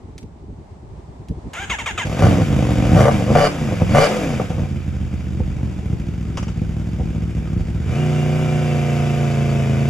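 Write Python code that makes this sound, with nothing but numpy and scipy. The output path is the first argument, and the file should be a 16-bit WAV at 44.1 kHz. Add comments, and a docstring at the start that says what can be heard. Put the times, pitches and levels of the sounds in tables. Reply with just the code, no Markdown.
"""A four-cylinder V motorcycle beside a quiet road: its starter whines through a few compressions, then
the engine catches, is blipped three times, idles, clunks into gear and pulls away. Wind and switches come first.
Uneven firing pulses make the low thump and the bark, and puffs of noise make the clatter; a gliding
stack of tones makes the starter, short noise bursts the contacts, and swelling low noise the wind."""
import sys
import numpy as np
from scipy import signal
from scipy.fft import rfft, irfft
from scipy.io import wavfile
from scipy.ndimage import uniform_filter1d

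SR = 44100
rng = np.random.default_rng(int(sys.argv[2]) if len(sys.argv) > 2 else 0)


def linear_from_db(decibels):
    """Turn decibels (scalar or array-like) into linear amplitude factors; 0 gives 1."""
    return 10 ** (np.asarray(decibels, float) / 20)


def wav_record(signal):
    """Record a signal, one row per channel, as 16-bit PCM in the file named by sys.argv[1]."""
    frames = np.transpose(np.atleast_2d(signal))
    bounded = np.clip(frames, -1, 1)
    # unit amplitude maps onto the largest positive 16-bit level
    quanta = np.round(bounded * 32767).astype(np.int16)
    wavfile.write(sys.argv[1], SR, quanta)


N = 436149   # length in samples
TIME = np.arange(N) / SR
HZ = np.fft.rfftfreq(2 * N, 1 / SR) + 1e-3

# wind between gusts: (time [s], level [dB])
AIR = [(0.0, -40), (0.11, -40), (.6, -43), (1.2, -45), (1.9, -36), (2.2, -40), (4.5, -39), (5.5, -36),
       (9.89, -36)]
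# gusts added to the wind: (time [s], level [dB])
GUSTS = [(.1, -48), (.25, -34), (.44, -38), (.5, -32.5), (.598, -37.5), (.72, -48), (.78, -52),
         (.846, -36.5), (.92, -40), (.99, -38), (1.1, -42), (1.21, -36.5), (1.316, -25), (1.38, -35),
         (1.465, -29)]
GUST_S = 0.02   # half-width
# colour of the wind: (pitch [Hz], level [dB])
WIND = [(15, -15), (27, -15), (38, -8.5), (59, 4.5), (413, -13), (466, -18), (498, -32), (600, -24.5),
        (780, -69), (1320, -120)]
# colour of the far hum: (pitch [Hz], level [dB])
AIR_COLOUR = [(180, -32.5), (300, -14), (386, -13), (877, -11.5), (1480, -27.5), (2090, -28.5),
              (2600, -32.5), (6600, -38), (7970, -38), (12200, -57), (13000, -58)]
HUM_DB = -51

# switches and the starter relay: (time [s], level [dB])
SWITCHES = [(0.18, -32.5), (0.229, -46), (1.285, -40), (1.534, -31)]
# colour of a switch: (pitch [Hz], level [dB])
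TICK = [(700, -26), (1500, -4), (2200, 0), (3000, -1), (4500, -2), (6500, -4), (7700, -6), (9500, -10),
        (12000, -13), (13500, -30)]
# gear dogs engaging: (time [s], level [dB])
GEAR_DOGS = [(6.372, -19.5), (6.427, -29), (6.481, -31)]
# colour of the gear dogs: (pitch [Hz], level [dB])
CLACK = [(290, -10), (500, -6.5), (1180, -8), (2180, -16), (2500, -14), (2820, -9.5), (3920, -25),
         (4250, -30), (4870, -17.5), (6670, -18), (9120, -33), (11500, -36), (13000, -50)]

# first turn of the starter from rest: (start [s], length [s], whine at start [Hz], level [dB])
SPIN_UP = (1.533, .114, 300, -33.5)
SPIN_UP_HZ, SPIN_UP_BEND_S = 510, .03   # pitch gained, time constant of the gain
# starter strokes between compressions: (start [s], length [s], whine at start [Hz], level at start [dB])
STARTER = [(1.696, .056, 1330, -21), (1.784, .038, 1240, -26), (1.858, .056, 1280, -22),
           (1.975, .066, 1380, -21)]
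SAG_SHARE, SAG_S = .55, .048   # share of pitch lost into a compression, time constant
SAG_DB_PER_S = 184   # fading into a compression
# tones in the gear whine: (multiple of the whine pitch, level [dB])
WHINE = [(1, -2), (2, 0), (2.5, -8), (3, -3), (4, -5), (5, -6), (6, -7), (7, -8), (8, -9)]
# colour of the starter body: (pitch [Hz], level [dB])
STARTER_BODY = [(260, -52), (450, -5.5), (504, -8.5), (760, -1.5), (950, -4.5), (1200, -6.5), (1450, -1),
                (1750, -2), (1950, -7), (2150, 0), (2410, -6), (2700, -3), (3150, -6), (3600, -9),
                (4200, -23), (6200, -17.5), (6600, -6), (6800, -18), (7050, -5), (7400, -22), (8000, -14),
                (9320, -33), (11400, -27.5), (13500, -46)]
STARTER_DRAG_DB = -43   # grinding that goes on between the strokes

# engine speed, two crank turns to a cycle: (time [s], four-stroke cycles per second [Hz])
SPEED = [(2.048, 11.5), (2.14, 13.8), (2.25, 23), (2.38, 23), (2.5, 16.9), (2.7, 15.2), (2.89, 14.8),
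         (2.97, 23.9), (3.09, 28.3), (3.2, 23.8), (3.29, 25.6), (3.47, 37.9), (3.51, 36.6), (3.72, 23.9),
         (3.82, 20.9), (3.9, 22.5), (4.1, 42.4), (4.16, 41.9), (4.35, 26.8), (4.45, 23), (4.64, 18.4),
         (4.78, 16.9), (5.03, 16.1), (5.36, 15.2), (5.46, 15.6), (5.74, 14.7), (6.07, 13.9), (6.38, 13.6),
         (6.8, 13.6), (7.0, 13.8), (7.4, 13.4), (7.75, 13.3), (7.85, 17.4), (7.95, 27.9), (8.0, 30.5),
         (8.14, 30.0), (8.42, 30.5), (8.49, 30.0), (8.79, 29.2), (9.11, 28.8), (9.19, 28.8), (9.35, 28.3),
         (9.49, 28.2), (9.64, 27.3), (9.75, 27.0), (9.89, 28.2)]
# crank angle at which each cylinder fires: (angle [degrees])
FIRING_DEG = [0, 180, 425, 605]
# strength of each cylinder's pulse: (level [dB])
CYLINDER_DB = [0, -2.5, 0, -2.5]
# extra travel time through the longer header pipes, per cylinder: (delay [s])
HEADER_S = [.00025, 0, .00025, 0]
# each pulse lasts a fixed crank angle, so the weak bottom of the thump rises with speed:
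# (waves per crank turn times two, that is per 720 degrees, level [dB])
PULSE_ORDERS = [(.5, -44), (1, -32), (2, -21), (3, -13), (4, -2), (5, 0), (6, -3), (7, -4), (8, 2), (10, 0),
                (12, 0), (40, 0)]
# pulses reflected back along the pipe: (delay [s], level [dB])
PIPE_ECHOES = [(.0135, -11)]
TAILPIPE_S, TAILPIPE_BACK = .0034, .6   # round trip of a sharp front, share that returns

# engine output before the throttle snaps add theirs: (time [s], thump [dB], valve gear clatter [dB])
RUNNING = [(2.05, -27, -40.5), (2.17, -25.5, -37.5), (2.205, -20, -34.5), (2.24, -6.5, -28.5),
           (2.32, -15.5, -34), (2.5, -17.5, -37.5), (2.86, -17.5, -36), (2.94, -11.5, -34),
           (2.99, -7, -27.5), (3.07, -16.5, -32), (3.13, -18, -34.5), (3.28, -23, -39), (3.34, -19, -35.5),
           (3.37, -15.5, -39), (3.46, -23, -37.5), (3.51, -30, -38.5), (3.62, -23, -39), (3.88, -21.5, -39),
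           (3.95, -12, -32.5), (4.06, -28, -31.5), (4.36, -22.5, -38.5), (4.5, -28, -43.5),
           (4.75, -25.5, -49.5), (6.2, -26, -51), (7.6, -24, -49.5), (7.8, -24.5, -49.5), (7.95, -19, -40),
           (8.9, -20, -38.5), (9.89, -18.5, -40)]
# the shut-throttle bark swings more than the clatter: dB of bark per dB of clatter
QUIET_CLATTER_DB, QUIET_BARK_DB, BARK_FOLLOWS = -49.5, -48, 1.5
# throttle snapped open: (start [s], held [s], bark at start [dB], clatter at end of hold [dB])
THROTTLE = [(2.206, 0.077, -37, -43), (2.956, 0.088, -40, -46), (3.046, 0.053, -17.5, -48),
            (3.344, 0.131, -12.5, -31), (3.939, 0.13, -14.5, -29.5)]
OPEN_S, SHUT_S = 0.01, 0.0068   # rise of the opening, time constant of the decay after it shuts
BARK_SAG_DB_PER_S = 55   # the bark is hardest at first
CLATTER_GROWS_DB_PER_S = 11   # clatter builds while the throttle is open
# single uneven burns, surging or stumbling: (time [s], change of thump [dB])
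LUMPS = [(2.4, 1.5), (2.436, -1), (2.46, -7), (2.766, -5), (2.79, 3), (3.304, 9), (3.724, 3), (3.772, -5),
         (3.822, 6), (3.864, -3), (3.91, 1), (4.52, 3), (4.586, 7.5), (4.65, 6), (4.7, 0), (5.17, 0.5),
         (5.545, -1), (5.63, 3), (5.74, -3), (5.895, 1.5), (6.11, 0.5), (6.54, -1.5), (6.77, 1.5),
         (6.975, 2.5), (7.13, 1), (7.165, 5), (7.27, 1), (7.41, 2), (7.76, 2), (7.8, -1)]
LUMP_S, LUMP_IN_BARK, LUMP_IN_CLATTER = 0.024, 1.32, 0.11   # half-width [s], shares of the dB
CLUTCH_S = 7.75   # the clutch bites
# the rich mixture after the start fades out: (time [s])
RICH_FADES_S = (3.0, 3.3)
OVERRUN_FROM_HZ, OVERRUN_FULL_HZ = 22, 32   # cycle rates at which fast shut-throttle running sets in
OVERRUN_BARK_DB = -1.5

# scatter of firing strength [dB]
SLOW_SPREAD_DB, FAST_SPREAD_DB, OPEN_SPREAD_DB = 3.0, .7, 2.6
EVEN_FROM_HZ, EVEN_AT_HZ = 21, 29   # burning evens out between these cycle rates
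UNLOADED_SPREAD_DB = 1.7   # least scatter while the engine spins free
RICH_UNTIL_S, RICH_SPREAD_DB = 2.95, 1.7   # the rich starting mixture burns evenly
WAVER_PER_DB = .006   # share by which uneven burning makes the speed waver
TURBULENT_BASE, TURBULENT_PER_DB = .07, .15   # turbulent share of the bark grows with the scatter
OVERRUN_TURBULENT, RICH_TURBULENT = .3, .25   # added shares
OPEN_TURBULENT = .33   # whole share with the throttle open

# thump, running free: (pitch [Hz], level [dB])
THUMP = [(18, -98), (33, -61), (45, 16), (59, 10), (100, 12.5), (135, 7.5), (185, 8.5), (240, -0.5),
         (310, -6.5), (350, -1.5), (389, -26.5), (420, -11.5), (550, -37), (920, -120)]
# thump, cold and rich just after the start: (pitch [Hz], level [dB])
RICH_THUMP = [(18, -96), (33, -63), (45, 9), (59, 11), (80, 7.5), (100, 15.5), (135, 11.5), (185, 9.5),
              (240, 5), (310, 3.5), (350, 0.5), (389, -19), (420, -8), (550, -44), (920, -120)]
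# thump, pulling or throttle open: (pitch [Hz], level [dB])
LOADED_THUMP = [(18, -84), (33, -70), (59, 12), (100, 12.5), (135, 8.5), (152, 7.5), (230, -1.5),
                (270, -4.5), (308, -9.5), (348, -6.5), (389, -7), (420, -7.5), (550, -58), (920, -120)]
# thump, spinning fast on a shut throttle: (pitch [Hz], level [dB])
OVERRUN_THUMP = [(33, -70), (70, 17), (120, 5), (170, 5), (210, 5.5), (270, 2), (340, -3), (389, -16),
                 (420, -8), (550, -48), (920, -120)]
# bark, running free: (pitch [Hz], level [dB])
BARK = [(220, -17), (380, 7), (397, -3.5), (504, 11), (547, 5), (725, 2), (757, 5), (801, -3.5), (920, -5),
        (1200, -6.5), (1700, -28), (2210, -26), (3740, -120)]
# bark, pulling away: (pitch [Hz], level [dB])
LOADED_BARK = [(220, -19), (330, -32), (380, -13), (400, 2), (504, 10.5), (547, 8), (650, 8), (725, 12.5),
               (765, 3.5), (801, -11.5), (920, 0), (1200, -14), (1700, -32), (2210, -31.5), (3740, -120)]
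# bark, throttle open: (pitch [Hz], level [dB])
OPEN_BARK = [(220, -20), (380, -54.5), (431, -0.5), (550, -0.5), (589, -4.5), (627, -8), (734, 2.5),
             (875, -18.5), (1130, -11), (1700, -26.5), (2210, -22), (3740, -120)]
# valve gear clatter: (pitch [Hz], level [dB])
CLATTER = [(880, -6.5), (1500, 7.5), (1850, 3), (2010, 6), (2700, 4), (3760, -2), (4090, -12.5),
           (5090, -4.5), (5640, -6), (6770, -4.5), (7780, -8), (8760, -13.5), (12000, -16.5), (12700, -49),
           (13500, -10)]
# clatter, throttle open: (pitch [Hz], level [dB])
OPEN_CLATTER = [(880, 1.5), (1500, 17.5), (2400, 3), (2580, -2), (2880, 10.5), (3870, 0), (4500, -11),
                (5050, -7), (5600, 3.5), (11500, -9), (12800, -9), (13500, -116)]
# open intake at high revs: (pitch [Hz], level [dB])
RASP = [(3000, -47), (4050, -38), (4400, 5), (4750, 4), (5100, 5), (5450, -28), (6800, -11), (9000, -38)]
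RASP_DB = -2.5   # against the open clatter, reached at the full cycle rate
RASP_FROM_HZ, RASP_FULL_HZ = 30.5, 34
# sharp pulse fronts, throttle open or pulling: (pitch [Hz], level [dB])
CRACKLE = [(900, -9), (1300, 5), (1750, -13), (2300, 12), (2600, -9), (2950, 5), (3250, -14), (3500, -1),
           (3900, -45), (6000, -64)]
CRACKLE_DB, PULLING_CRACKLE_DB = 2, -6   # against the open clatter, against the clatter when pulling
# gear pairs: (teeth meshing per cycle, level [dB])
MESH_ORDERS = [(44.5, -4), (51, -5), (79, -5), (92.5, 0)]
# casing resonances: (pitch [Hz], width [Hz] before limiting to 30-120, level [dB])
CASING = [(1276, 140, 5), (2360, 190, 7), (3760, 50, -8), (4530, 89, -2.5), (4850, 150, -5),
          (5230, 49, -9.5)]
MESH_DB, CASING_DB = -7, -7   # against the clatter

# late burns popping in the pipe: (time [s], crack peak [dB], thump peak [dB])
POPS = [(4.397, -16.5, -32), (5.402, -30, -11), (5.93, -38, -13), (6.615, -35, -13), (6.996, -22, -14),
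        (7.563, -40, -11)]
# ring of a pop in the pipe: (pitch [Hz], level [dB])
POP_RING = [(200, -20), (300, -6), (400, -10), (500, 4), (600, -10), (850, -7), (1000, -22), (1500, -45),
            (3000, -100)]
SHARP_POP_DB = -15   # a pop this strong passes the silencer undulled

# balance of the two microphone ports: (pitch [Hz], left over right [dB])
PORT_BALANCE = [(60, -1.6), (130, 0.2), (280, -1), (600, 4), (1300, 0), (2820, 0), (6080, 1), (13100, -0.8)]
# timing of the two ports: (pitch [Hz], left leads by [radians])
PORT_PHASE = [(0, 0), (600, 0.5), (1300, .45), (1890, 0.4), (3200, 1.1), (4130, 1.2), (5510, 0.1),
              (7150, -0.1), (7490, 0.0), (8350, 3.3), (8870, 3.2), (9910, 0.1), (11600, 0.0), (12500, -3.1),
              (13400, -3.1)]
# how alike the two ports are: (pitch [Hz], likeness 0-1)
LIKENESS = [(60, 0.94), (250, 0.96), (520, 0.9), (1100, 0.78), (2000, .78), (4470, 0.72), (8000, .6),
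            (13100, 0.6)]


def rms_one(x):
    """Scale to an average power of 1."""
    return x / np.sqrt(np.mean(x ** 2) + 1e-20)


def in_time(rows):
    """Read each column of a time table at every sample."""
    s, *columns = np.transpose(rows)
    return [np.interp(TIME, s, c) for c in columns]


def at_hz(points, hz):
    """Read a pitch table on a logarithmic pitch axis."""
    table_hz, value = np.array(points).T[:2]
    return np.interp(np.log(hz), np.log(table_hz), value)


def coloured(x, spectrum):
    """Filter with the given colour, responding as early as possible (minimum phase)."""
    hz = np.fft.rfftfreq(16384, 1 / SR) + 1
    fold = irfft(np.log(linear_from_db(at_hz(spectrum, hz))))
    fold[1:8192] *= 2
    fold[8193:] = 0   # only the part after time zero stays
    response = irfft(np.exp(rfft(fold)))[:8192]
    return signal.fftconvolve(x, response)[:N]


def evened(x, span_s):
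    """Divide out the slow level, so that a curve can set it."""
    return x / np.sqrt(uniform_filter1d(x ** 2, size=int(span_s * SR)) + 1e-12)


def blend(a, b, share):
    """Cross-fade from one evened layer to another."""
    return (1 - share) * evened(a, span_s=0.115) + share * evened(b, span_s=0.16)


def drift(rate_hz):
    """Wander slowly at random, with spread 1, computed at every 40th sample."""
    r = np.exp(-80 * np.pi * rate_hz / SR)
    noise = rng.standard_normal(N // 40 + 2002)
    slow = signal.lfilter([1], [1, -2 * r, r * r], noise)[2000:]   # skip the settling
    return np.interp(np.arange(N) / 40, np.arange(len(slow)), rms_one(slow))


def dying(hits, t60):
    """Turn each hit into an envelope that falls by 60 dB in t60 seconds."""
    return signal.lfilter([1], [1, -linear_from_db(-60 / (t60 * SR))], hits + 1e-18)


def bumps(rows, width_s):
    """Add up bell-shaped swells at the given times and heights."""
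    return sum(height * np.exp(-((TIME - s) / width_s) ** 2) for s, height in rows)


def air():
    """Lumpy low wind, partly its own in each port, over a smooth far hum."""
    lumps = linear_from_db(3 * drift(27)) * rng.standard_normal((3, N))
    shared, left, right = (coloured(x, WIND) for x in lumps)
    wind = rms_one(shared + 0.34 * np.array([left, right]))
    hum = np.array([coloured(x, AIR_COLOUR) for x in rng.standard_normal((3, N))])
    hum = rms_one(hum[0] + 3.5 * hum[1:])   # mostly separate in the two ports
    level = linear_from_db(in_time(AIR)[0]) + bumps([(s, linear_from_db(db)) for s, db in GUSTS], GUST_S)
    return level * wind + linear_from_db(HUM_DB + 2 * drift(2)) * hum


def contacts(rows, colour, t60):
    """Each contact is a short clack of noise in the colour of the part."""
    s, level_db = np.transpose(rows)
    hit = np.zeros(N)
    hit[(s * SR).astype(int)] = linear_from_db(level_db - 6.0)   # leaves room for the peaks of the noise
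    return rms_one(coloured(rng.standard_normal(N), colour)) * dying(hit, t60)


def clicks():
    """Switches give bright short ticks, gear dogs duller and longer clacks."""
    return contacts(SWITCHES, TICK, t60=0.042) + contacts(GEAR_DOGS, CLACK, t60=0.1)


def starter():
    """The gear whine glides with motor speed and slows into each compression, over grinding noise."""
    level, whine_hz = np.zeros(N), np.zeros(N)
    for k, (start, length, from_hz, level_db) in enumerate([SPIN_UP] + list(STARTER)):
        since = np.clip(TIME - start, 0, length)
        fade_in = np.clip((TIME - start) / 0.0043, 0, 1)
        fade_out = np.exp(-np.maximum(TIME - start - length, 0) / 0.005)
        level += fade_in * fade_out * linear_from_db(level_db - SAG_DB_PER_S * since * (k > 0))
        if k == 0:   # the first turn speeds up
            glide = SPIN_UP_HZ * (1 - np.exp(-since / SPIN_UP_BEND_S))
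        else:
            glide = -SAG_SHARE * from_hz * (1 - np.exp(-since / SAG_S))
        whine_hz[TIME >= start] = (from_hz + glide)[TIME >= start]
    turn = 2 * np.pi * np.cumsum(whine_hz * (1 + 0.022 * drift(90))) / SR
    tones = sum(linear_from_db(db + 2.5 * drift(70)) * np.sin(k * turn) for k, db in WHINE)
    whine = coloured(tones, STARTER_BODY)
    whine = whine * np.clip((TIME - SPIN_UP[0]) / .04, 0, 1)   # the teeth sing once the motor turns
    grind = coloured(rng.standard_normal(N), STARTER_BODY)
    drag = linear_from_db(STARTER_DRAG_DB) * (TIME > SPIN_UP[0]) * (TIME < sum(STARTER[-1][:2]))
    return level * rms_one(whine) + (level * linear_from_db(-8) + drag) * rms_one(grind)


def throttle():
    """Opening 0-1 and the gains of bark and clatter that each snap of the throttle adds."""
    out = np.zeros((3, N))
    for start, held, bark_db, clatter_db in THROTTLE:
        since = np.clip(TIME - start, 0, held)
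        opening = np.clip(since / OPEN_S, 0, 1) ** 2
        closing = np.exp(-np.maximum(TIME - start - held, 0) / SHUT_S)
        bark_gain = linear_from_db(bark_db - BARK_SAG_DB_PER_S * since)
        clatter_gain = linear_from_db(clatter_db - CLATTER_GROWS_DB_PER_S * (held - since))
        out += opening * closing * np.array([np.ones(N), bark_gain, clatter_gain])
    return out


def engine_state():
    """How far the throttle is open, and the shares of pulling, load, shut-throttle spin and richness."""
    opened = throttle()[0]
    pulling = np.clip((TIME - CLUTCH_S) / .2, 0, 1)
    load = np.minimum(pulling + opened, 1)
    overrun = (1 - load) * np.interp(in_time(SPEED)[0], [OVERRUN_FROM_HZ, OVERRUN_FULL_HZ], [0, 1])
    richness = np.interp(TIME, RICH_FADES_S, [1, 0])
    return opened, pulling, load, overrun, richness


def scatter_db():
    """Burning is lumpy when slow, even when fast or rich, ragged under an open throttle."""
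    spreads = [SLOW_SPREAD_DB, FAST_SPREAD_DB]
    shut = np.interp(in_time(SPEED)[0], [EVEN_FROM_HZ, EVEN_AT_HZ], spreads)
    shut = np.where(TIME < CLUTCH_S, np.maximum(shut, UNLOADED_SPREAD_DB), shut)
    shut = np.where(TIME < RICH_UNTIL_S, np.minimum(shut, RICH_SPREAD_DB), shut)
    return shut + throttle()[0] * (OPEN_SPREAD_DB - shut)


def firings():
    """One pulse per cylinder at uneven crank angles, strength and timing scattering with rough burning:
    sharp clicks in time, and blunt pulses laid out degree by degree of crank angle."""
    on = TIME > SPEED[0][0]
    waver = 1 + WAVER_PER_DB * scatter_db() * drift(6.17)
    cycles = np.cumsum(in_time(SPEED)[0] * waver * on) / SR
    degrees = (720 * np.arange(int(cycles[-1]) + 1)[:, None] + FIRING_DEG).ravel()
    at = np.interp(degrees / 720, cycles[on], TIME[on])
    count = len(at)
    spread_db = np.interp(at, TIME, scatter_db())
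    strength = linear_from_db(np.resize(CYLINDER_DB, count) + spread_db * rng.standard_normal(count))
    slip = np.round(1.2 * spread_db * rng.standard_normal(count)).astype(int)   # degrees late
    degrees = np.maximum(degrees + slip, 0)
    at = np.interp(degrees / 720, cycles[on], TIME[on]) + np.resize(HEADER_S, count)
    sharp, by_angle = np.zeros(N), np.zeros(degrees[-1] + 1440)
    sharp[np.minimum(at * SR, N - 1).astype(int)] = strength
    by_angle[degrees] = strength
    orders = np.fft.rfftfreq(len(by_angle), 1 / 720) + 1e-3
    soft = linear_from_db(at_hz(PULSE_ORDERS, orders)) / (1 + (orders / 60) ** 4)
    blunt = irfft(rfft(by_angle) * soft, len(by_angle))
    return sharp, np.interp(720 * cycles, np.arange(len(blunt)), blunt) * on


def gear_whine():
    """Teeth mesh at a multiple of engine speed once the clutch bites; casing resonances hum unsteadily."""
    speed = in_time(SPEED)[0]
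    mesh = 0
    for teeth, db in MESH_ORDERS:
        waver = 1 + .009 * drift(60) + .006 * drift(3)
        turn = 2 * np.pi * np.cumsum(teeth * speed * waver) / SR
        mesh = mesh + linear_from_db(db + 2.5 * drift(6) + 3 * drift(40)) * np.sin(turn)
    casing = 0
    for hz, width_hz, db in CASING:
        r = np.exp(-np.pi * np.clip(width_hz, 30, 120) / SR)
        resonance = [1, -2 * r * np.cos(2 * np.pi * hz / SR), r * r]
        hum = signal.lfilter([1, 0, -1], resonance, rng.standard_normal(N))
        casing = casing + linear_from_db(db + 2.7 * drift(27) + 2 * drift(4)) * rms_one(hum)
    return linear_from_db(MESH_DB) * rms_one(mesh) * (TIME > CLUTCH_S) + linear_from_db(CASING_DB) * rms_one(casing)


def exhaust_thump(blunt, gas, turbulent):
    """Blunt pulses ring the pipe in a colour that follows the load, with some rumbling gas."""
    _, _, load, overrun, richness = engine_state()
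    colours = (THUMP, RICH_THUMP, LOADED_THUMP, OVERRUN_THUMP)
    free, rich, loaded, spinning = (evened(coloured(-blunt, c), span_s=.15) for c in colours)
    free = free + richness * (rich - free)
    rumble = evened(coloured(gas, THUMP), span_s=0.05)
    return (1 - load - overrun) * free + load * loaded + overrun * spinning + turbulent ** 2 * rumble


def intake_bark(pulses, fronts, gas, turbulent):
    """Regular pulses and turbulent gas share the bark; under load the regular part reaches higher."""
    opened, pulling, load, _, _ = engine_state()
    clean = 0
    for share, x, top_hz, colour in ((1 - load, pulses, 850, BARK), (pulling, pulses, 2200, LOADED_BARK),
                                     (opened, fronts, 2200, OPEN_BARK)):
        dulled = signal.sosfilt(signal.butter(3, top_hz, fs=SR, output="sos"), x)
        clean = clean + share * evened(coloured(dulled, colour), span_s=0.125)
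    swirl = blend(coloured(gas, BARK), coloured(gas, OPEN_BARK), opened)
    return np.sqrt(1 - turbulent) * clean + np.sqrt(turbulent) * swirl


def valve_clatter(metal, crackle):
    """Puffing noise in the colour of the valve gear, with gear whine, and crackle when pulling."""
    opened, pulling, *_ = engine_state()
    clatter = blend(coloured(metal, CLATTER), coloured(metal, OPEN_CLATTER), opened)
    return clatter + gear_whine() + pulling * linear_from_db(PULLING_CRACKLE_DB) * crackle


def intake_rasp(pulses, fronts, crackle):
    """Bursts of noise and sharp fronts rasp through the intake at high revs, beside the crackle."""
    blast = evened(dying(pulses, t60=.025), span_s=.08) * rng.standard_normal(N)
    growth = np.interp(in_time(SPEED)[0], [RASP_FROM_HZ, RASP_FULL_HZ], [.1, 1])
    rasp = evened(coloured(blast + 4 * fronts, RASP), span_s=.08)
    return linear_from_db(RASP_DB) * growth * rasp + linear_from_db(CRACKLE_DB) * crackle


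def engine():
    """Firing pulses ring the pipe low, bark through the intake, and gate the clatter."""
    opened, _, _, overrun, richness = engine_state()
    _, open_bark, open_clatter = throttle()
    thump_db, clatter_db = in_time(RUNNING)
    bark_db = QUIET_BARK_DB + BARK_FOLLOWS * (clatter_db - QUIET_CLATTER_DB)
    bark_db = bark_db + OVERRUN_BARK_DB * overrun
    lump_db = bumps(LUMPS, LUMP_S)
    turbulent = TURBULENT_BASE + TURBULENT_PER_DB * scatter_db()
    pulses, blunt = firings()
    blunt = blunt + sum(linear_from_db(db) * np.interp(TIME - s, TIME, blunt) for s, db in PIPE_ECHOES)
    blunt = blunt * linear_from_db(2.5 * turbulent * drift(9))   # rough burning makes the level lumpy
    turbulent = turbulent + OVERRUN_TURBULENT * overrun + RICH_TURBULENT * richness
    turbulent = turbulent + np.minimum(opened, 1) * (OPEN_TURBULENT - turbulent)

    puff = evened(dying(pulses, t60=.06), span_s=.12)   # gas flow after each valve opening
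    gas = rng.standard_normal(N) * (puff + .5 - .3 * opened)
    metal = rng.standard_normal(N) * (puff + 1.4 - .9 * opened)
    # sharp fronts run back and forth in the tailpipe
    tailpipe = np.r_[1, np.zeros(int(TAILPIPE_S * SR) - 1), -TAILPIPE_BACK]
    fronts = signal.lfilter([1], tailpipe, pulses + 1e-18)
    crackle = evened(coloured(fronts, CRACKLE), span_s=.08)

    bark_gain = (linear_from_db(bark_db) + open_bark) * linear_from_db(LUMP_IN_BARK * lump_db)
    clatter_gain = (linear_from_db(clatter_db) + open_clatter) * linear_from_db(LUMP_IN_CLATTER * lump_db)
    out = linear_from_db(thump_db + lump_db) * exhaust_thump(blunt, gas, turbulent)
    out = out + bark_gain * intake_bark(pulses, fronts, gas, turbulent)
    out = out + clatter_gain * valve_clatter(metal, crackle)
    out = out + open_clatter * intake_rasp(pulses, fronts, crackle)
    return np.clip((TIME - SPEED[0][0]) / 0.0071, 0, 1) * out


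def pops():
    """A late burn is one strong pulse in the pipe with a short puff of gas; strong ones stay sharp."""
    s, crack_db, thump_db = np.transpose(POPS)
    at = (s * SR).astype(int)
    low, high, sharp = np.zeros((3, N))
    low[at] = linear_from_db(thump_db)
    high[at] = linear_from_db(crack_db)
    sharp[at] = linear_from_db(4 * crack_db - 3 * SHARP_POP_DB)   # falls away fast for weaker pops
    sharp = sharp + .2 * rng.standard_normal(N) * dying(sharp, t60=.04)
    high = high + .07 * rng.standard_normal(N) * dying(high, t60=.12)
    unit = np.eye(1, N)[0]   # a single click, to scale each ring to peak 1
    out = 0
    for x, colour in ((low, THUMP), (high, POP_RING), (sharp, OPEN_BARK)):
        out = out + coloured(x, colour) / np.abs(coloured(unit, colour)).max()
    return out


def ports(x):
    """Two microphone ports: level and phase differ by pitch, and scattered echoes make them less alike."""
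    echoes = np.zeros(N)
    echoes[(rng.uniform(.003, .05, 24) * SR).astype(int)] = rng.choice([-1, 1], 24) / np.sqrt(24)
    alike = np.clip(at_hz(LIKENESS, HZ), 0, 1)
    side = np.sqrt((1 - alike) / (1 + alike)) * rfft(echoes, 2 * N)
    lead = np.interp(HZ, *np.transpose(PORT_PHASE))
    tilt = linear_from_db(at_hz(PORT_BALANCE, HZ) / 2) * np.exp(.5j * lead)   # half to each port
    both = np.array([tilt * (1 + side), (1 - side) / tilt])
    return irfft(rfft(x, 2 * N) * both)[:, :N]


def scene():
    """The motorcycle through the two ports, over the air."""
    return air() + ports(clicks() + starter() + engine() + pops())


def top_cut(x):
    """Nothing passes above the cut-off."""
    return signal.sosfilt(signal.butter(12, 13740, fs=SR, output="sos"), x)


def record(dry):
    """The mix is turned up and its peaks are rounded off."""
    mix = np.tanh(1.282 * dry)
    return top_cut(mix)


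dry = scene()
out = record(dry)
wav_record(out)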